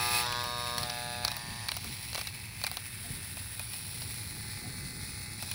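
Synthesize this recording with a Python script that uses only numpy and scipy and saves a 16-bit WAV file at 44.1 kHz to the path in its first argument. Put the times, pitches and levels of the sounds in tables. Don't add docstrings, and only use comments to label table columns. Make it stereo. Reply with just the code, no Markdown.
import sys
import numpy as np
from scipy import signal
from scipy.fft import rfft, irfft
from scipy.io import wavfile
from scipy.ndimage import uniform_filter1d

SR = 44100
rng = np.random.default_rng(int(sys.argv[2]) if len(sys.argv) > 2 else 0)


def waveform_to_disk(signal):
    frames = np.transpose(np.atleast_2d(signal))
    scaled = np.clip(frames, -1, 1) * 32767
    samples = np.round(scaled).astype(np.int16)
    wavfile.write(sys.argv[1], SR, samples)


N = 244314
T = np.arange(N) / SR
BAND_LIMIT_HZ = 15800

# time in seconds, speed in Hz.
SHAFT_SPEED = [(0, 120.8), (.2, 120.5), (.3, 121.0), (1.24, 120.8), (1.38, 119.85), (2.1, 120.05),
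               (2.3, 120.7), (3.55, 120.7), (3.67, 120.3), (4.4, 119.97), (5.0, 119.83), (5.54, 119.7)]
# start and length in seconds, rebound lag in ms at grip and tube,
# the same at the tip, pitch ratios of grip, tube and tip, their three knock levels in relative dB.
TWISTS = [(0, 0, 2.4, 2.24, 1.09, 1.13, 1.016, -30, -37, -32),
          (0.216, 0.077, 1.92, 1.76, 1.125, 1.02, 0.96, -31, -40, -29.5),
          (0.387, 0.088, 1.8, 1.333, 1.064, 1.0, 1, -33, -56, -35.5),
          (0.774, 0.11, 1.425, 0.47, 0.93, 0.98, 0.96, -38, -35.5, -36),
          (1.245, 0.11, 1.12, 0.62, 1.12, 1.01, 1.075, -43.5, -49.5, -44.5),
          (1.678, 0.11, 0.96, .93, 0.93, 0.9, 1.08, -56, -69, -47),
          (2.116, 0.1, 1.1, .95, 1.13, 1.2, 1.15, -56, -55, -54.5),
          (2.625, 0.13, 0.73, 0.75, 0.9, 1.004, 1.02, -57, -50.5, -54.5),
          (3.543, 0.19, 0.78, .93, 0.84, 1.4, 1.08, -54.5, -57, -47),
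          (4.005, 1, 0.83, .96, 1.46, 1.12, 1.19, -53, -52, -51),
          (5.38, 0, 1.03, .95, 0.98, 1.24, 0.95, -53.5, -49, -41.5)]
# pitch in Hz, nominal width in Hz, relative level in dB.
GRIP_MODES = [(583, 150, -39), (907, 392, 23.5), (1315, 200, 1), (1440, 130, -1)]
TUBE_MODES = [(1778, 52, 10), (1920, 22, 8), (2160, 40, -3.5), (2900, 230, -22)]
TIP_MODES = [(3200, 1510, -3.5), (3740, 290, 13.5), (4317, 81, 7), (5193, 286, 3), (5430, 420, -6.5)]
# frequency in Hz near a harmonic of the knock, gain in dB.
KNOCK_COLOUR = [(240, 15), (363, 7), (484, 3.5), (604, 2.5), (725, 3), (846, -1), (1100, -4), (1210, 0),
                (1330, -6.5), (1450, -2), (1570, 0), (1700, 4.5), (1810, 2), (2000, 0.5), (2300, 5.5),
                (2700, 2.5), (3250, -9), (3385, 3.5), (3450, -17), (3630, 1.5), (3870, 2.5), (4150, -2),
                (4450, 4.5), (4750, 4.5), (5100, -5.5), (5500, 8)]
# frequency in Hz, gain in dB.
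BEARING_COLOUR = [(600, -14), (1250, -5), (1600, 1), (2200, 1), (2550, -1), (3000, -16), (4200, -6),
                  (5000, -9), (6000, -30)]
# time in seconds, level in dB.
BEARING_LEVEL = [(0, -48), (1.3, -52), (1.9, -47), (2.9, -50), (3.7, -48), (4.4, -47), (5.54, -48)]
WHINE_LEVEL = [(0, -68), (4.28, -62), (4.4, -45), (5.0, -46), (5.37, -44), (5.42, -64)]
SING_LEVEL = [(0, -34), (.08, -31), (.2, -35), (.29, -60), (5.54, -71)]
SING_ORDERS = [21, 22]
WHINE_ORDERS = [7, 13, 15, 17, 18, 19, 21, 33, 36]
WHINE_TONES_DB = [-14, -11, -8, 1, -6, -2, -11, -13, -18]

# time in seconds, then rattle, cartridge ring and hiss in relative dB.
LOOSE_LEVELS = [(0, -30.5, -28, -34.5), (.1, -29, -19.5, -31), (.21, -28.5, -30, -33),
                (.28, -38, -36, -46.5), (.7, -38.5, -43, -44.5), (1.15, -41, -38, -47),
                (1.55, -40, -45, -50.5), (2.05, -40.5, -42, -43.5), (2.45, -43, -42.5, -48),
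                (3.0, -42, -46, -43.5), (3.6, -43, -45, -43.5), (4.15, -41, -75, -42.5),
                (4.5, -42.5, -52, -46.5), (5.3, -44, -47.5, -48), (5.54, -38, -39, -43)]
# frequency in Hz, gain in dB.
RATTLE_EARLY = [(300, -17.5), (550, -12.5), (850, -3.5), (1300, -14.5), (2000, 4.5), (3000, 2.5), (4000, 3),
                (4600, 2), (5400, -1.5), (6500, -5.5), (8000, -14), (9500, -53)]
RATTLE_LATE = [(300, -26), (550, -14), (850, -4.5), (1050, -27), (1400, -9.5), (2000, -4), (2550, -1),
               (3050, -10), (3500, -2), (4300, 1.5), (5400, -2.5), (6500, -8), (8000, -10.5), (9500, -69)]
HISS_COLOUR = [(6000, -44), (7500, -6), (8900, -11.5), (9800, -3.5), (11000, 1.5), (12250, -7),
               (12650, -39), (13000, -15), (13500, -16), (14000, -8), (14800, 2), (15800, -6)]
# time in seconds, level in dB, centre in Hz.
RASP = [(0, -57, 2250), (.3, -53, 2360), (1.7, -54.5, 2200), (2.2, -47.5, 2310), (2.8, -47, 2260),
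        (3.3, -56, 2150), (3.9, -67, 2270), (4.15, -51, 2140), (4.4, -53, 1840), (5.54, -59, 2040)]
# time in seconds, centre in Hz, dB over the hiss.
SIZZLE = [(0.0, 10000, -8), (0.09, 9900, -9.5), (1.68, 9650, 1), (1.88, 9880, -6.5), (4.32, 9850, -3.5),
          (4.68, 9650, -2), (5.54, 9700, -2)]
# time in seconds, dB over the hiss.
SHEEN = [(0, -25), (2.6, -16), (2.9, -12.5), (4.1, -19), (4.3, -22)]

# time in seconds, clatter in dB, snap lag in ms, then snap, tick
# and low clack in dB, lift of the upper modes in dB. The levels are relative.
NOTCHES = [(0.2644, -17, 2.1, -25, -21, -31, 3), (0.323, -26, 3.2, -10, -24, -37, -1),
           (0.44, -18, 0.34, -24, -23, -45, -4), (0.782, -13.5, 0.81, -20, -20, -39, 0),
           (.832, -15, 0.32, -15, -22, -38, 3), (0.8981, -15.5, 3, -10, -24, -47, 6),
           (1.2487, -15, 1.5, -3, -16, -41, 4), (1.2789, -16, 2.06, -6, -19, -40, -1),
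           (1.316, -15, 1.35, -15, -21, -34, 4), (1.367, -18.5, 2.5, -16, -22, -31, 5),
           (1.686, -13, 4.8, -8, -19.5, -26, 0), (1.7166, -15.5, 1.95, -8.5, -20.5, -30, -1),
           (1.7671, -20.5, 3.7, -12.5, -22, -28, 2), (1.8449, -24, 0.21, -28, -24, -32, 6),
           (2.13, -36, 1.1, -12, -33, -43, 13), (2.147, -14, 6.5, -8.5, -20, -27, -3),
           (2.159, -40, 0.27, -13, -22, -37, 8), (2.1778, -16.5, 3.0, -12, -24, -24.5, 4),
           (2.1909, -30, 2, -13, -21, -42, 3), (2.213, -17, 1.3, -14.5, -22, -40, -5),
           (2.2714, -16, 3.6, -12.5, -25, -57, -1.5), (2.615, -20, 0.28, -19, -31, -41, 0),
           (2.6393, -10.5, 7.3, -9.5, -16, -29, -4), (2.667, -12.5, 0.32, -13, -18, -40, -1),
           (2.6765, -40, 0.4, -21, -30, -31, 2), (2.715, -29, 0.08, -12.5, -21.5, -30, -3),
           (2.7697, -18.5, 1.1, -14.5, -22, -27, 7), (3.3703, -34, 0.085, -30, -26.5, -34, -13),
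           (3.5956, -18.5, 6.7, -25, -18.5, -29, -10), (3.7349, -19, 0.33, -29, -25, -52, -1),
           (4.0194, -24, 0.55, -20, -29.5, -39, 8), (5.4256, -20, 6.4, -18, -18, -31, 0),
           (5.5144, -18, 3.5, -17, -19.5, -45, 3)]
# pitch in Hz, relative dB, t60 in seconds.
METAL_MODES = [(1250, 7, 0.018), (1960, 8.5, 0.03), (2370, 19, 0.027), (2830, 20, 0.0079),
               (3250, 9, 0.0056), (4520, 25.5, 0.0055), (4030, 22, 0.0096), (5560, 27, 0.0026)]
PLASTIC_MODES = [(730, 14.5, 0.028), (995, 19, 0.0097), (1173, 13, 0.032)]
# frequency in Hz, gain in dB.
TICK_COLOUR = [(1500, -37), (3500, 13), (4500, 2), (7000, -6), (10500, 4.5), (13000, 2), (15000, 6.5)]
CRACK_COLOUR = [(600, 2.5), (1500, -27), (2800, 9), (5000, 13), (7000, -7), (9000, -6), (11000, 0),
                (15000, -30)]

# time in seconds, level in dB.
RUSTLE_LEVEL = [(0, -47), (1.1, -49), (1.7, -51.5), (3.8, -52.5), (4.3, -46.5), (5.54, -47)]
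# centre in seconds, level in dB, half-width in seconds.
HAND_SHIFTS = [(.82, -42, 0.037), (1.51, -42.5, 0.043), (1.88, -41.5, 0.047), (3.12, -41.5, 0.062),
               (3.36, -48, 0.048), (4.02, -48, 0.076), (4.68, -45, 0.085), (4.86, -46, 0.064),
               (4.98, -48.5, 0.059), (5.42, -52, 0.026)]
# time in seconds, relative level in dB.
TAPS = [(3.05, -49.5), (4.642, -50)]
# frequency in Hz, gain in dB.
RUSTLE_COLOUR = [(90, 2), (140, 5.5), (200, 0), (300, -7), (450, -11.5), (700, -22.5)]
RUMBLE_COLOUR = [(15, -40), (28, -55), (40, -23), (50, -12), (63, 5), (80, -1.5), (100, 10), (122, 2.5),
                 (156, -8.5), (200, -10), (260, -28.5)]

# time in seconds, turn from 0 (facing left) to 1 (turned).
PEN_TURN = [(0, 0.16), (1.3, 0.4), (1.8, 0.76), (3, 0.63), (4.4, 1), (5.54, 0.89)]
# frequency in Hz, radians with the pen facing left, radians when turned.
CHANNEL_PHASE = [(0, 0, 0), (500, .8, .7), (1150, 1.15, 2.6), (1500, 1.3, 2.0), (1750, 1.9, 2.7),
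                 (2050, 2.9, 3.6), (2280, 2.75, 2.5), (2600, 2.6, 2.5), (3300, 3.2, 3.2), (4000, 4.3, 4.3),
                 (4500, 5.3, 4.6), (5200, 6.1, 5.2), (5800, 4.3, 3.6), (6600, np.pi, np.pi), (8300, .5, .7),
                 (9200, 0, 0), (11700, -2.3, -2.3), (11900, -np.pi, -np.pi), (13700, -np.pi, -np.pi),
                 (14000, -4.5, -4.5), (15700, -2 * np.pi, -2 * np.pi)]
# frequency in Hz, left over right in dB.
LEAN_FACING = [(60, 0.5), (200, -1.5), (480, 4.5), (725, 9.5), (1000, 3.5), (1450, 4.5), (2380, 2),
               (3400, 3), (5000, 9), (8120, -1), (15000, 1)]
LEAN_TURNED = [(60, -0.5), (110, -2), (200, -1.5), (380, -0.5), (700, 6.5), (1290, 2.5), (1900, 9.5),
               (2500, 2), (4400, 7), (8120, -0.5), (15000, -1)]
# frequency in Hz, loss in dB.
HAND_SHADE = [(600, 2.5), (1500, -3.5), (2400, 6), (3100, 10), (4000, 0), (5000, 12), (7000, 3.5),
              (10000, 0.5)]
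# frequency in Hz, share common to both.
COHERENCE = [(60, .97), (250, 0.7), (600, 0.2), (1700, 0.3), (2550, .85), (3300, .5), (4500, 0.1),
             (6500, 0.7), (9000, 0.85), (12500, .95), (15000, 0.88)]


def pen():
    shaft_hz, = columns(SHAFT_SPEED)
    lag_ms, tip_lag_ms, *voicing = depth_settings()
    turns = np.cumsum(shaft_hz) / SR + .89 + 0.00018 * wander(300)
    drive = np.array([blows(turns - late) + .65 * blows(turns - late - rebound_ms / 1000 * shaft_hz)
                      for late, rebound_ms in ((0, lag_ms), (0.0946, lag_ms), (0.1573, tip_lag_ms))])
    drive *= amp(0.27 * wander(500))
    buzz = knock(drive, pitches=voicing[:3], levels_db=voicing[3:]) + whine(turns) + bearing(drive, turns)
    return buzz, loose_parts(turns)


def depth_settings():
    rows = [TWISTS[0][:1] + TWISTS[0][2:]]
    for (_, _, *old), (start, length, *new) in zip(TWISTS, TWISTS[1:]):
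        rows += [(start, *old), (start + length, *new)]
    return columns(rows)


def blows(turns):
    harmonics = int(BAND_LIMIT_HZ / 2 / SHAFT_SPEED[0][1])
    half = np.sin(np.pi * turns)
    return np.sin((2 * harmonics + 1) * np.pi * turns) / np.where(abs(half) < 1e-9, 1e-9, half) - 1


def knock(drive, pitches, levels_db):
    parts = np.zeros(N)
    for blow, pitch, level, modes in zip(drive, pitches, levels_db, (GRIP_MODES, TUBE_MODES, TIP_MODES)):
        ringing = sum((-1) ** k * amp(db) * band(blow, hz * pitch, 1.7 * width)
                      for k, (hz, width, db) in enumerate(modes))
        parts += amp(level) * unit_rms(ringing)
    low_cut = signal.butter(2, 520, "high", fs=SR, output="sos")
    return signal.sosfilt(low_cut, coloured(parts, KNOCK_COLOUR))


def whine(turns):
    phase = 2 * np.pi * turns
    tones = sum(amp(db) * np.sin(k * phase) for k, db in zip(WHINE_ORDERS, WHINE_TONES_DB))
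    tones *= fader(WHINE_LEVEL) * amp(wander(900))
    singing = sum(np.sin(k * phase) for k in SING_ORDERS)
    return tones + fader(SING_LEVEL) * amp(wander(400)) * singing


def bearing(drive, turns, cage_share=.403):
    cage = 2 * np.pi * cage_share * turns
    beating = drive[1] * np.cos(cage) + drive[2] * np.cos(2 * cage)
    return fader(BEARING_LEVEL) * unit_rms(coloured(beating, BEARING_COLOUR))


def loose_parts(turns):
    rattle_db, ring_db, hiss_db = columns(LOOSE_LEVELS)
    puffs = 9.0 + np.exp(-(turns % 1) / 0.053)
    grit = rng.standard_normal((2, 2, N)) * puffs
    grit *= amp(1.5 * wander(9) + 1.4 * wander(78) + 1.11 * wander(1240))
    return rattle(grit[0], rattle_db) + cartridge(grit[0], ring_db) + amp(hiss_db) * hiss(grit[1])


def rattle(grit, level_db, shake_db=-45, shake_fade_s=0.02):
    shakes = sum((T > s) * np.exp(-abs(T - s) / shake_fade_s) for s, *_ in NOTCHES)
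    gain = np.hypot(amp(level_db), amp(shake_db) * np.sqrt(shakes))
    early, late = unit_rms(coloured(grit, RATTLE_EARLY)), unit_rms(coloured(grit, RATTLE_LATE))
    blend = np.interp(T, (3.8, 4.76), (0, 1))
    rasp_db, rasp_hz = columns(RASP)
    rasp = amp(rasp_db) * unit_rms(band(grit, rasp_hz, width_hz=760))
    return gain * ((1 - blend) * early + blend * late) + rasp


def cartridge(grit, level_db, width_hz=170):
    hz = 2575 + 40 * wander(5300)
    ringing = resonate(resonate(grit, hz, width_hz), hz, 2 * width_hz)
    return amp(level_db - 8 + 3.0 * wander(600)) * unit_rms(ringing)


def hiss(grit):
    sizzle_hz, sizzle_db = columns(SIZZLE)
    sizzle = amp(sizzle_db) * unit_rms(band(grit[::-1], sizzle_hz, width_hz=790))
    sheen = fader(SHEEN) * unit_rms(band(grit, hz=8600, width_hz=280))
    return unit_rms(coloured(grit, HISS_COLOUR)) + sizzle + sheen


def depth_ring(clatter_s=.0075, crack_fade_s=.00059, upper_hz=3300):
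    ticks, cracks, clacks = np.zeros((3, N))
    metal = np.zeros(N + 3000)
    t = np.arange(-100, 200) / SR
    tick_shape = np.exp(-(t / np.where(t < 0, .0002, .001)) ** 2)
    crack_shape = amp(-14.5) * np.exp(-np.arange(300) / SR / crack_fade_s)
    bounces = rng.random((len(NOTCHES), 2, 10))
    noises = rng.standard_normal((len(NOTCHES), 2, 300))
    holds = rng.uniform(-1, 1, (len(NOTCHES), len(METAL_MODES), 2))
    for notch, (when, size), (tick_noise, crack_noise), hold in zip(NOTCHES, bounces, noises, holds):
        s, clatter_db, lag_ms, snap_db, tick_db, clack_db, upper_db = notch
        at, lag = round(s * SR), round(lag_ms / 1000 * SR)
        ticks[at - 100:at + 200] += amp(tick_db) * tick_shape * tick_noise
        cracks[at + lag:at + lag + 300] += amp(snap_db) * crack_shape * crack_noise
        snaps = np.zeros(3000)
        snaps[lag] = amp(snap_db)
        clatter = (np.append(0, when[1:]) ** 1.5 * clatter_s * SR).astype(int)
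        np.add.at(snaps, clatter, amp(clatter_db - 6 * when) * np.sign(size - .5) * (.5 + abs(size - .5)))
        modes = [(hz * (1 + .06 * tune), db + 4 * damp + upper_db * (hz > upper_hz), t60)
                 for (hz, db, t60), (tune, damp) in zip(METAL_MODES, hold)]
        metal[at:at + 3000] += struck(snaps, modes)
        np.add.at(clacks, at + clatter + 30, amp(clack_db - 4) * np.cos(np.pi * size))
        clacks[at + lag] += amp(clack_db - 0.5)
    tick_gain = np.sqrt(np.mean(amp(spectrum_at(TICK_COLOUR, np.linspace(0, SR / 2, 200))) ** 2))
    mids = signal.butter(4, [640, 6800], "band", fs=SR, output="sos")
    body = signal.sosfilt(mids, metal[:N] + struck(clacks, PLASTIC_MODES))
    return coloured(ticks, TICK_COLOUR) / tick_gain + coloured(cracks, CRACK_COLOUR) + body


def hand(noise):
    shift_power = sum(amp(2 * db) * np.exp(-((T - s) / width) ** 2) for s, db, width in HAND_SHIFTS)
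    gain = np.hypot(fader(RUSTLE_LEVEL), np.sqrt(shift_power))
    return gain * unit_rms(coloured(noise, RUSTLE_COLOUR))


def hollow_taps(noise):
    swells = sum(amp(db) * np.exp(-((T - s - .015) / 0.029) ** 2) for s, db in TAPS)
    return 0.83 * swells * unit_rms(resonate(noise, hz=724, width_hz=37))


def walls(x, t60=.03):
    t = np.arange(2000) / SR
    echoes = rng.choice([-1., 1.], (2, 2000)) * (rng.random((2, 2000)) < .15)
    echoes *= amp(-60 * t / t60) * (t > .002)
    echoes /= np.linalg.norm(echoes, axis=1, keepdims=True)
    return signal.fftconvolve(x[None], echoes, axes=1)[:, :N]


def room_tone(noise):
    return amp(-47.5 - wander(3700)) * unit_rms(coloured(noise, RUMBLE_COLOUR))


def stereo_image(direct, clicks, diffuse):
    frames = dict(fs=SR, nperseg=1024, noverlap=768)
    hz, t, (direct_z, click_z, common, own) = signal.stft([direct, clicks, *diffuse], **frames)
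    turn = np.interp(t, *np.transpose(PEN_TURN))
    f, facing, turned = np.transpose(CHANNEL_PHASE)
    phase = np.outer(np.interp(hz, f, facing), 1 - turn) + np.outer(np.interp(hz, f, turned), turn)
    lean_db = np.outer(spectrum_at(LEAN_FACING, hz), 1 - turn)
    lean_db += np.outer(spectrum_at(LEAN_TURNED, hz), turn)
    alike = spectrum_at(COHERENCE, hz)[:, None]
    right_noise = alike * common + np.sqrt(1 - alike ** 2) * own
    shaded_clicks = click_z / amp(spectrum_at(HAND_SHADE, hz))[:, None]
    left = direct_z + click_z + common
    right = (direct_z + shaded_clicks + right_noise) * np.exp(-1j * phase) / amp(lean_db)
    return signal.istft([left, right], **frames)[1][:, :N]


def amp(db):
    return 10 ** (np.asarray(db) / 20)


def unit_rms(x):
    return x / np.sqrt(np.mean(x ** 2) + 1e-20)


def columns(rows):
    s, *values = np.transpose(rows)
    return [np.interp(T, s, v) for v in values]


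def fader(rows):
    return amp(columns(rows)[0])


def spectrum_at(points, hz):
    f, value = np.transpose(points)
    return np.interp(np.log(hz + 1), np.log(f + 1), value)


def coloured(x, points):
    hz = np.fft.rfftfreq(N, 1 / SR)
    return irfft(rfft(x) * amp(spectrum_at(points, hz)), N)


def resonate(x, hz, width_hz):
    carrier = np.exp(2j * np.pi * np.cumsum(hz * np.ones(N)) / SR)
    pole = np.exp(-np.pi * width_hz / SR)
    return 2 * (carrier * signal.lfilter([1 - pole], [1, -pole], x / carrier)).real


def band(x, hz, width_hz):
    return resonate(resonate(x, hz, width_hz), hz, width_hz)


def struck(train, modes):
    t = np.arange(2000) / SR
    ring = sum(amp(db - 60 * t / t60) * np.sin(2 * np.pi * hz * t) for hz, db, t60 in modes)
    return signal.oaconvolve(train, ring / abs(ring).max())[:len(train)]


def wander(samples):
    return unit_rms(uniform_filter1d(uniform_filter1d(rng.standard_normal(N), samples), samples))


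def scene():
    buzz, loose = pen()
    clicks = depth_ring()
    room_noise, hand_noise = rng.standard_normal((2, 2, N))
    background = hand(hand_noise) + room_tone(room_noise)
    echoes = walls(amp(-15) * clicks + amp(-20) * buzz)
    return stereo_image(buzz + hollow_taps(hand_noise[0]), clicks, loose + background + echoes)


def record(dry):
    thin = signal.sosfilt(signal.butter(2, 38, "high", fs=SR, output="sos"), dry)
    high_cut = signal.firwin(511, BAND_LIMIT_HZ, window=("kaiser", 9), fs=SR)
    return signal.oaconvolve(thin, high_cut[None], "same")


dry = scene()
out = record(dry)
waveform_to_disk(out)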